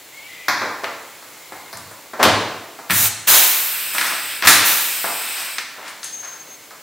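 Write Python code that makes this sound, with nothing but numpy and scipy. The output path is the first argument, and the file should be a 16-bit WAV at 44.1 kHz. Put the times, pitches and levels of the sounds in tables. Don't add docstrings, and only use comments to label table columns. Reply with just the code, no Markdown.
import sys
import numpy as np
from scipy import signal
from scipy.fft import rfft, irfft
from scipy.io import wavfile
from scipy.ndimage import uniform_filter1d

SR = 44100
rng = np.random.default_rng(int(sys.argv[2]) if len(sys.argv) > 2 else 0)


def inscribe(sig):
    pcm = np.round(np.clip(np.atleast_2d(sig).T, -1, 1) * 32767)
    wavfile.write(sys.argv[1], SR, pcm.astype(np.int16))


def gain_from_db(level_db):
    decades = np.asarray(level_db, float) / 20
    return 10 ** decades


N = 301070

# pitch_hz, level_db (per Hz)
HUM = [(25, -50), (60, -44), (110, -12), (270, -16), (500, -8), (1200, -10.5), (2800, -12), (16500, -23)]
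# pitch_hz, width_hz, level_db
HUM_PEAKS = [(300, 20, 8.5), (2150, 120, 3), (4230, 250, 2.5), (7300, 1000, 5.5), (11000, 700, 3.5),
             (13300, 1200, 3), (15500, 1100, 9)]
# time_s, level_db
HUM_SWELL = [(0, -1), (1, 0), (1.5, .6), (2.1, -.8), (5.9, -.8), (6.83, -1.5)]
# start_s, length_s, from_hz, to_hz, top_db
CHIRPS = [
    (.122, .078, 1980, 2220, -41.5),
    (.185, .1, 1990, 2320, -42),
]
RUBS = [
    (.28, .22, 2030, 2040, -40),
    (1.33, .45, 2150, 2100, -48.5),
    (6.15, .67, 2200, 2180, -57),
    (.36, .14, 2400, 2400, -45),
]
SWISH = [
    (.12, .46, 2800, 2900, -44),
]
# pitch_hz, time_to_fall_60_db_s
HALL = [(100, 0.79), (260, 0.98), (700, 0.93), (1840, 0.91), (3800, 0.81), (6000, 0.78), (9000, 0.64),
        (14000, 0.21)]
# decay_s, height_over_tail (ratio)
EARLY = (0.0088, 0.41)
# pitch_hz, level_db
WIDTH = [(60, -14), (110, -16), (250, -19.5), (700, -23), (1300, -22.5), (2400, -16.5), (4400, -11.5),
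         (9000, -8)]
# start_s, level_db, centre_hz, clack_db, tick_db (last two over the blow)
BUMPS = [(0.4825, -7, 1500, -10, -9), (.616, -15, 1070, -35, -19), (.835, -19, 830, -16, -34),
         (1.225, -34.5, 1220, -10, -24), (1.521, -23, 890, -33, -15), (1.728, -25.5, 1100, 0.5, -3.5),
         (1.912, -33, 820, -14, -4), (2.134, -23, 870, -21, -30), (2.788, -27.5, 880, -18, -25),
         (3.948, -18, 1420, -16, -11), (4.472, 3.5, 2150, -30, -22), (5.042, -14.5, 980, -19, -20),
         (6.707, -33.5, 1200, -7, -24)]
SCRAPES = [(0.623, -24.5, 576, -32, -34), (2.189, -10.5, 720, -26, -53), (2.202, -23, 1110, -25, -38),
           (4.03, -16.5, 1550, -7, -10), (4.1, -21, 1300, -12, -22), (4.425, -11.5, 1520, -17, -24),
           (5.359, -28, 1280, 1, -25), (5.762, -30.5, 960, -22, -32), (5.805, -32, 1440, -27, -32),
           (5.845, -30.5, 1550, -16, -36), (5.874, -39, 1900, -2, 5), (6.027, -34.5, 2380, 0.5, 4),
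           (6.222, -31.5, 1460, -11, -15), (6.32, -35, 1360, -9, -26), (6.449, -43, 555, -9, -25)]
TICKS = [(.842, -16, 1950, -31, -13), (1.771, -34.5, 1900, -14, 7), (2.898, -12.5, 1650, -24, -20),
         (2.906, -6, 2060, -16, -4), (2.913, -7.5, 1950, -15, -4), (3.982, -8, 1960, -8, -5),
         (4.0115, -7, 1950, -17, -22), (4.021, -26, 1900, -15, -12), (4.049, -27, 1900, -18, -10),
         (4.423, -9.5, 1860, -10, -10), (4.45, -26, 1900, 3, -6), (5.583, -12, 2060, -10, -28),
         (5.879, -31, 1900, 1, -12), (6.03, -27.5, 1840, 4, -15), (6.043, -38, 2500, -4, 16)]
SLAM = [
    (2.2277, -3.5, 1140, -6, -5.5),
    (2.2515, -4.5, 760, -11, -30),
]
# rise_s, crack_s, rattle_share (ratio), rattle_s, hall_db, thud_db, clack_sign (1 or -1)
STRIKES = [
    (0.00027, 0.0075, 1.08, 0.0088, 1.5, -20.5, -1),
    (0.00021, 0.0034, 0.25, 0.014, -3, -21.5, -1),
    (0.0082, 0.0019, 3, 0.055, -3.5, -25, -1),
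    (0.00039, 0.0077, 0.95, 0.024, -1, -17, 1),
]
BODY_SPREADS = (1.7, 1.5, 1.7, 1.8)
# pitch_hz, level_db, time_to_fall_60_db_s
SHELL = [(650, 19, 0.012), (964, -3, 0.099), (1233, 11.5, 0.042), (1650, 0, 0.013), (1950, -33, 0.02),
         (2106, 15, 0.0083)]
# pitch_hz, time_to_fall_60_db_s
PANEL = (106, 0.4)
# start_s, level_db
THUMPS = [(0.488, -45.5), (0.632, -67), (0.843, -53.5), (1.533, -58), (1.739, -46), (2.24, -25.5),
          (2.9, -27.5), (3.282, -46.5), (4.202, -57), (4.45, -31.5), (5.048, -57)]
# start_s, level_db, length_s
PUFFS = [
    (.49, -72, 0.066),
    (2.22, -66, .25),
    (2.885, -78, .2),
    (3.274, -37, 0.16),
    (4.0, -63, 0.074),
    (4.46, -56, 0.26),
]
# opens_s, shuts_s, peak_db, hold_s, closing_s
PULLS = [
    (2.89, 3.089, -18.5, .2, 0.027),
    (4.44, 4.467, -13.5, .1, .004),
]
BURSTS = [
    (3.935, 4.203, -28.5, 0.15, 0.046),
    (4.47, 4.655, -11, 0.0034, 0.013),
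]
EXHAUSTS = [
    (3.269, 4.445, -15, 0.09, 0.091),
    (4.642, 5.638, -20, 0.029, 0.24),
]
# rise_s, then for roar, jet and fizz level_db (over the peak) and bleed_db_per_s
PULL = (0.046, (-6, 0, 1.1), (11, 11, 11))
BURST = (0.0012, (-5.5, 0, -3.5), (31, 90, 110))
EXHAUST = (0.0078, (-0.61, 0, 2.4), (71, 60, 35.4))
# pitch_hz, level_db (per Hz)
BLAST = [(88, -50), (150, -16), (406, -9.5), (740, -2), (2800, 1.5), (9960, -7), (13300, 14), (15900, 13.5)]
# pitch_hz, width_hz, level_db
VALVE = [(3950, 180, 3), (5950, 100, 1.5), (8750, 200, 2.5), (10900, 200, 5.5), (13400, 830, -1.5)]
# pitch_hz, level_db (per Hz)
LEAK = [(150, -31), (700, -13.5), (1500, -2.5), (2500, -4), (3600, -3), (10400, -18.5), (12800, -13.5),
        (16000, -12)]
# pitch_hz, width_hz, level_db
NOZZLE = [(2510, 310, 7), (6520, 740, -11.5), (8270, 530, 10.5), (13300, 700, 3.5), (5100, 200, 4.5)]
# start_s, length_s, pitch_hz, width_hz, level_db
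PIPES = [
    (2.9, .3, 4200, 110, -34),
    (2.9, .22, 5900, 110, -31),
    (2.93, .14, 11100, 200, -30),
    (3.07, .2, 7750, 110, -42),
]
# time_s, level_db
THROBS = [(6.045, -33), (6.07, -32), (6.098, -34), (6.141, -26), (6.171, -29), (6.205, -29.5), (6.248, -30),
          (6.284, -31), (6.313, -34), (6.335, -30.5), (6.364, -33.5), (6.41, -36.5), (6.447, -42),
          (6.485, -45), (6.514, -37), (6.545, -38)]


def evened(x):
    return x / np.sqrt(np.mean(x ** 2) + 1e-20)


def read(points, hz):
    f, value = np.transpose(points)
    return np.interp(np.log(hz + 1), np.log(f + 1), value)


def peaks_db(peaks, hz):
    return sum(db / (1 + ((hz - f) / width) ** 2) for f, width, db in peaks)


def add(mix, start_s, sound):
    part = mix[..., round(start_s * SR):][..., :sound.shape[-1]]
    part += sound[..., :part.shape[-1]]


def band(x, lo_hz, hi_hz, order=2):
    return signal.sosfilt(signal.butter(order, [lo_hz, min(hi_hz, SR / 2.1)], "band", fs=SR, output="sos"), x)


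def resonate(x, hz, width):
    turn = np.exp(2j * np.pi * np.cumsum(hz) / SR)
    r = np.exp(-np.pi * width / SR)
    return 2 * (turn * signal.lfilter([1 - r], [1, -r], x / turn)).real


def noise(spectrum, peaks):
    frames, hz = N // 256 + 5, np.fft.rfftfreq(1024, 1 / SR)
    a, b, c, d, patches = rng.standard_normal((frames, 513, 5)).T
    patches = uniform_filter1d(patches, size=10, axis=0)
    patches = evened(uniform_filter1d(patches, size=12, axis=1))
    shape_db = read(spectrum, hz) + peaks_db(peaks, hz)
    z = np.array([a + 1j * b, c + 1j * d]) * gain_from_db(shape_db[:, None] + 0.5 * patches)
    return evened(signal.istft(z, nperseg=1024, noverlap=768)[1][:, :N])


def hall_hum():
    swell_db = np.interp(np.arange(N) / SR, *np.transpose(HUM_SWELL))
    return gain_from_db(-41.5 + swell_db) * noise(HUM, HUM_PEAKS)


def whistle(times, hz, db, width, second_db):
    t = np.arange(times[0], times[-1], 1 / SR)
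    hz, drive = np.interp(t, times, hz), rng.standard_normal(len(t))
    tone = evened(resonate(resonate(drive, hz, width), hz, width))
    tone = tone + gain_from_db(second_db) * evened(resonate(drive, 2 * hz, 2 * width))
    return gain_from_db(np.interp(t, times, db)) * tone * signal.windows.tukey(len(t), .1)


def far_tool():
    out = np.zeros(N)
    at = np.linspace(0, 1, 9)
    glide = at ** 0.52
    for table, width_hz, edge_db in ((CHIRPS, 60, -2), (RUBS, 170, -4), (SWISH, 2000, -9)):
        for start_s, length, from_hz, to_hz, top_db in table:
            hz = from_hz + (to_hz - from_hz) * glide
            db = top_db + edge_db * abs(2 * at - 1)
            add(out, start_s, whistle(start_s + length * at, hz, db, width_hz, second_db=-17))
    return out


def hall_tails(count):
    taps = np.zeros((count, 2, SR))
    at = np.arange(200, SR - 20, 20) + rng.integers(0, 20, (count, 2, (SR - 201) // 20))
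    np.put_along_axis(taps, at, rng.choice([-1., 1.], at.shape), 2)
    hz, t, z = signal.stft(taps, SR, nperseg=256)
    tails = signal.istft(z * gain_from_db(-60 * t / read(HALL, hz)[:, None]), SR, nperseg=256)[1][..., :SR]
    t = np.arange(SR) / SR
    early_s, early_height = EARLY
    tails = tails * (1 - np.exp(-t / 0.0011)) * (1 + early_height * np.exp(-t / early_s))
    return tails / np.linalg.norm(tails, axis=2, keepdims=True)


def blow(strike, spread, blow_db, hz, clack_db, tick_db):
    rise, crack, rattle, length, _, thud_db, clack_sign = strike
    t = np.arange(8192) / SR
    start = 1 - np.exp(-t / rise)
    z = rfft(rng.standard_normal(len(t)) * (np.exp(-t / crack) + rattle * np.exp(-t / length)) * start)
    even = z / np.sqrt(uniform_filter1d(abs(z) ** 2, size=16))
    drive = irfft(even, len(t)) * start * np.exp(-(t / (3 * length + 0.013)) ** 2)

    shell = np.zeros(len(t))
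    detune = rng.uniform(0.88, 1.2, len(SHELL))
    for (f, db, t60), shift in zip(SHELL, detune):
        shell += gain_from_db(db - 60 * t / t60) * np.sin(2 * np.pi * f * shift * t)
    ring = signal.fftconvolve(drive, shell / np.linalg.norm(shell))[:len(t)]

    body = band(drive + gain_from_db(-22) * ring, hz / spread, hz * spread, order=1)
    body = band(body, hz / spread ** 2, hz * spread ** 2, order=1)
    thud = band(drive, 250, 550)
    clack = -clack_sign * band(drive, 2600, 5600)
    tick_top_hz = 16000 + 160 * min(blow_db, 0)
    tick = band(drive * np.exp(-t / .025), 5800, tick_top_hz)
    thud_db = thud_db - 3 * np.log2(hz / 1300)
    parts = [(body, 0), (thud, thud_db), (clack, clack_db), (tick, tick_db)]
    return gain_from_db(blow_db + 3.5) * sum(gain_from_db(db) * part / abs(part).max() for part, db in parts)


def blows():
    near, sent = np.zeros(N), np.zeros((3, N))
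    dead_shares = (0.98, 0.25, .1, 0.01)
    notch = signal.iirpeak(2930, 2.8, SR)
    tables = (BUMPS, TICKS, SCRAPES, SLAM)
    for strike, spread, dead, table in zip(STRIKES, BODY_SPREADS, dead_shares, tables):
        for k, (start_s, *how) in enumerate(table):
            sound = blow(strike, spread, *how)
            sound = sound - dead * signal.lfilter(*notch, sound)
            add(near, start_s, sound)
            add(sent[k % 3], start_s, gain_from_db(strike[4]) * sound)
    return near, sent


def wall():
    t, out = np.arange(SR // 2) / SR, np.zeros(N)
    panel_hz, panel_t60 = PANEL
    for start_s, db in THUMPS:
        push = rng.standard_normal(len(t)) * np.exp(-t / 0.16)
        boom = resonate(push, panel_hz + 0 * t, 2.86 / panel_t60)
        flap = band(push, 91, 213)
        boom = boom / abs(boom).max() + 1.45 * flap / abs(flap).max()
        add(out, start_s, gain_from_db(db) * boom * np.cos(np.pi * t))
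    return out


def puffs():
    t, gust = np.arange(SR) / SR, np.zeros(N)
    for start_s, db, length in PUFFS:
        add(gust, start_s, gain_from_db(db) * (1 - np.exp(-t / 0.019)) * np.exp(-2 * t / length))
    return gust * evened(band(rng.standard_normal((2, N)), 18, 75))


def release(kind, leaks, opens, shuts, peak_db, hold, closing):
    rise, over_db, bleed = kind
    t = np.arange(0, shuts - opens, 1 / SR)
    power = gain_from_db(2 * (peak_db + np.c_[[over_db]].T - np.c_[[bleed]].T * np.maximum(t - hold, 0)))
    leak_db, leak_sag = np.c_[[(-32, -25.5, -30)]].T, np.c_[[(0.1, 4.9, 3.5)]].T
    power = power + leaks * gain_from_db(2 * (leak_db - leak_sag * t))
    return power * (1 - np.exp(-t / rise)) ** 2 * np.minimum((t[-1] - t) / closing, 1)


def air():
    blast, leak = noise(BLAST, VALVE), noise(LEAK, NOZZLE)
    power = np.full((3, N), 1e-12)
    for kind, table, leaks in ((PULL, PULLS, False), (BURST, BURSTS, False), (EXHAUST, EXHAUSTS, True)):
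        for row in table:
            add(power, row[0], release(kind, leaks, *row))
    levels = uniform_filter1d(np.sqrt(power), size=90, axis=1)

    open_db, shut_db = -19, -28
    leak_share = np.clip((open_db - 20 * np.log10(abs(levels[1]))) / (open_db - shut_db), 0, 1)
    # the range let through, then the range that sets its level, in Hz
    ranges = [(100, 6500, 2500, 6000), (6500, 10000, 7000, 10000), (10000, 20000, 10000, 15500)]
    jet = 0
    for source, share in ((blast, 1 - leak_share), (leak, leak_share)):
        for level, (lo, hi, a, b) in zip(levels, ranges):
            scale = np.sqrt(np.mean(band(source[0, :SR], a, b, order=4) ** 2))
            jet = jet + np.sqrt(share) * level * band(source, lo, hi, order=3) / scale
    for start_s, length, hz, width, db in PIPES:
        times = [start_s, start_s + length]
        add(jet, start_s, whistle(times, [hz, hz], [db, db - 9], width, second_db=-60))
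    return gain_from_db(-1.5) * jet


def metal_squeal():
    t = np.arange(N) / SR
    throb_s = .0115
    throb = np.sqrt(sum(gain_from_db(2 * db) * np.exp(-((t - at) / throb_s) ** 2) for at, db in THROBS))
    hz = 6410 + 12 * evened(band(rng.standard_normal(N), 3.8, 34))
    return 1.02 * throb * np.sin(2 * np.pi * np.cumsum(hz) / SR)


def scene():
    hum = hall_hum()
    far = far_tool() + metal_squeal()
    tails = hall_tails(count=3)
    near, sent = blows()
    near = near + wall()
    jet = air()
    sent[1] += gain_from_db(-7) * jet[0] + gain_from_db(-13) * far
    wet = signal.fftconvolve(sent[:, None], tails, axes=2)[..., :N].sum(0)
    mid, twin = (near + far) * [[1], [.7]] + wet + jet + hum
    side = irfft(rfft(twin) * gain_from_db(read(WIDTH, np.fft.rfftfreq(N, 1 / SR))), N)
    return np.array([mid + side, mid - side]) + puffs()


def band_limit(x):
    return signal.sosfilt(signal.butter(12, 15750, fs=SR, output="sos"), x)


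def record(dry):
    limited = signal.oaconvolve(dry, signal.firwin(255, 15900, fs=SR)[None], "same")
    return band_limit(np.clip(limited, -1, 1))


dry = scene()
out = record(dry)
inscribe(out)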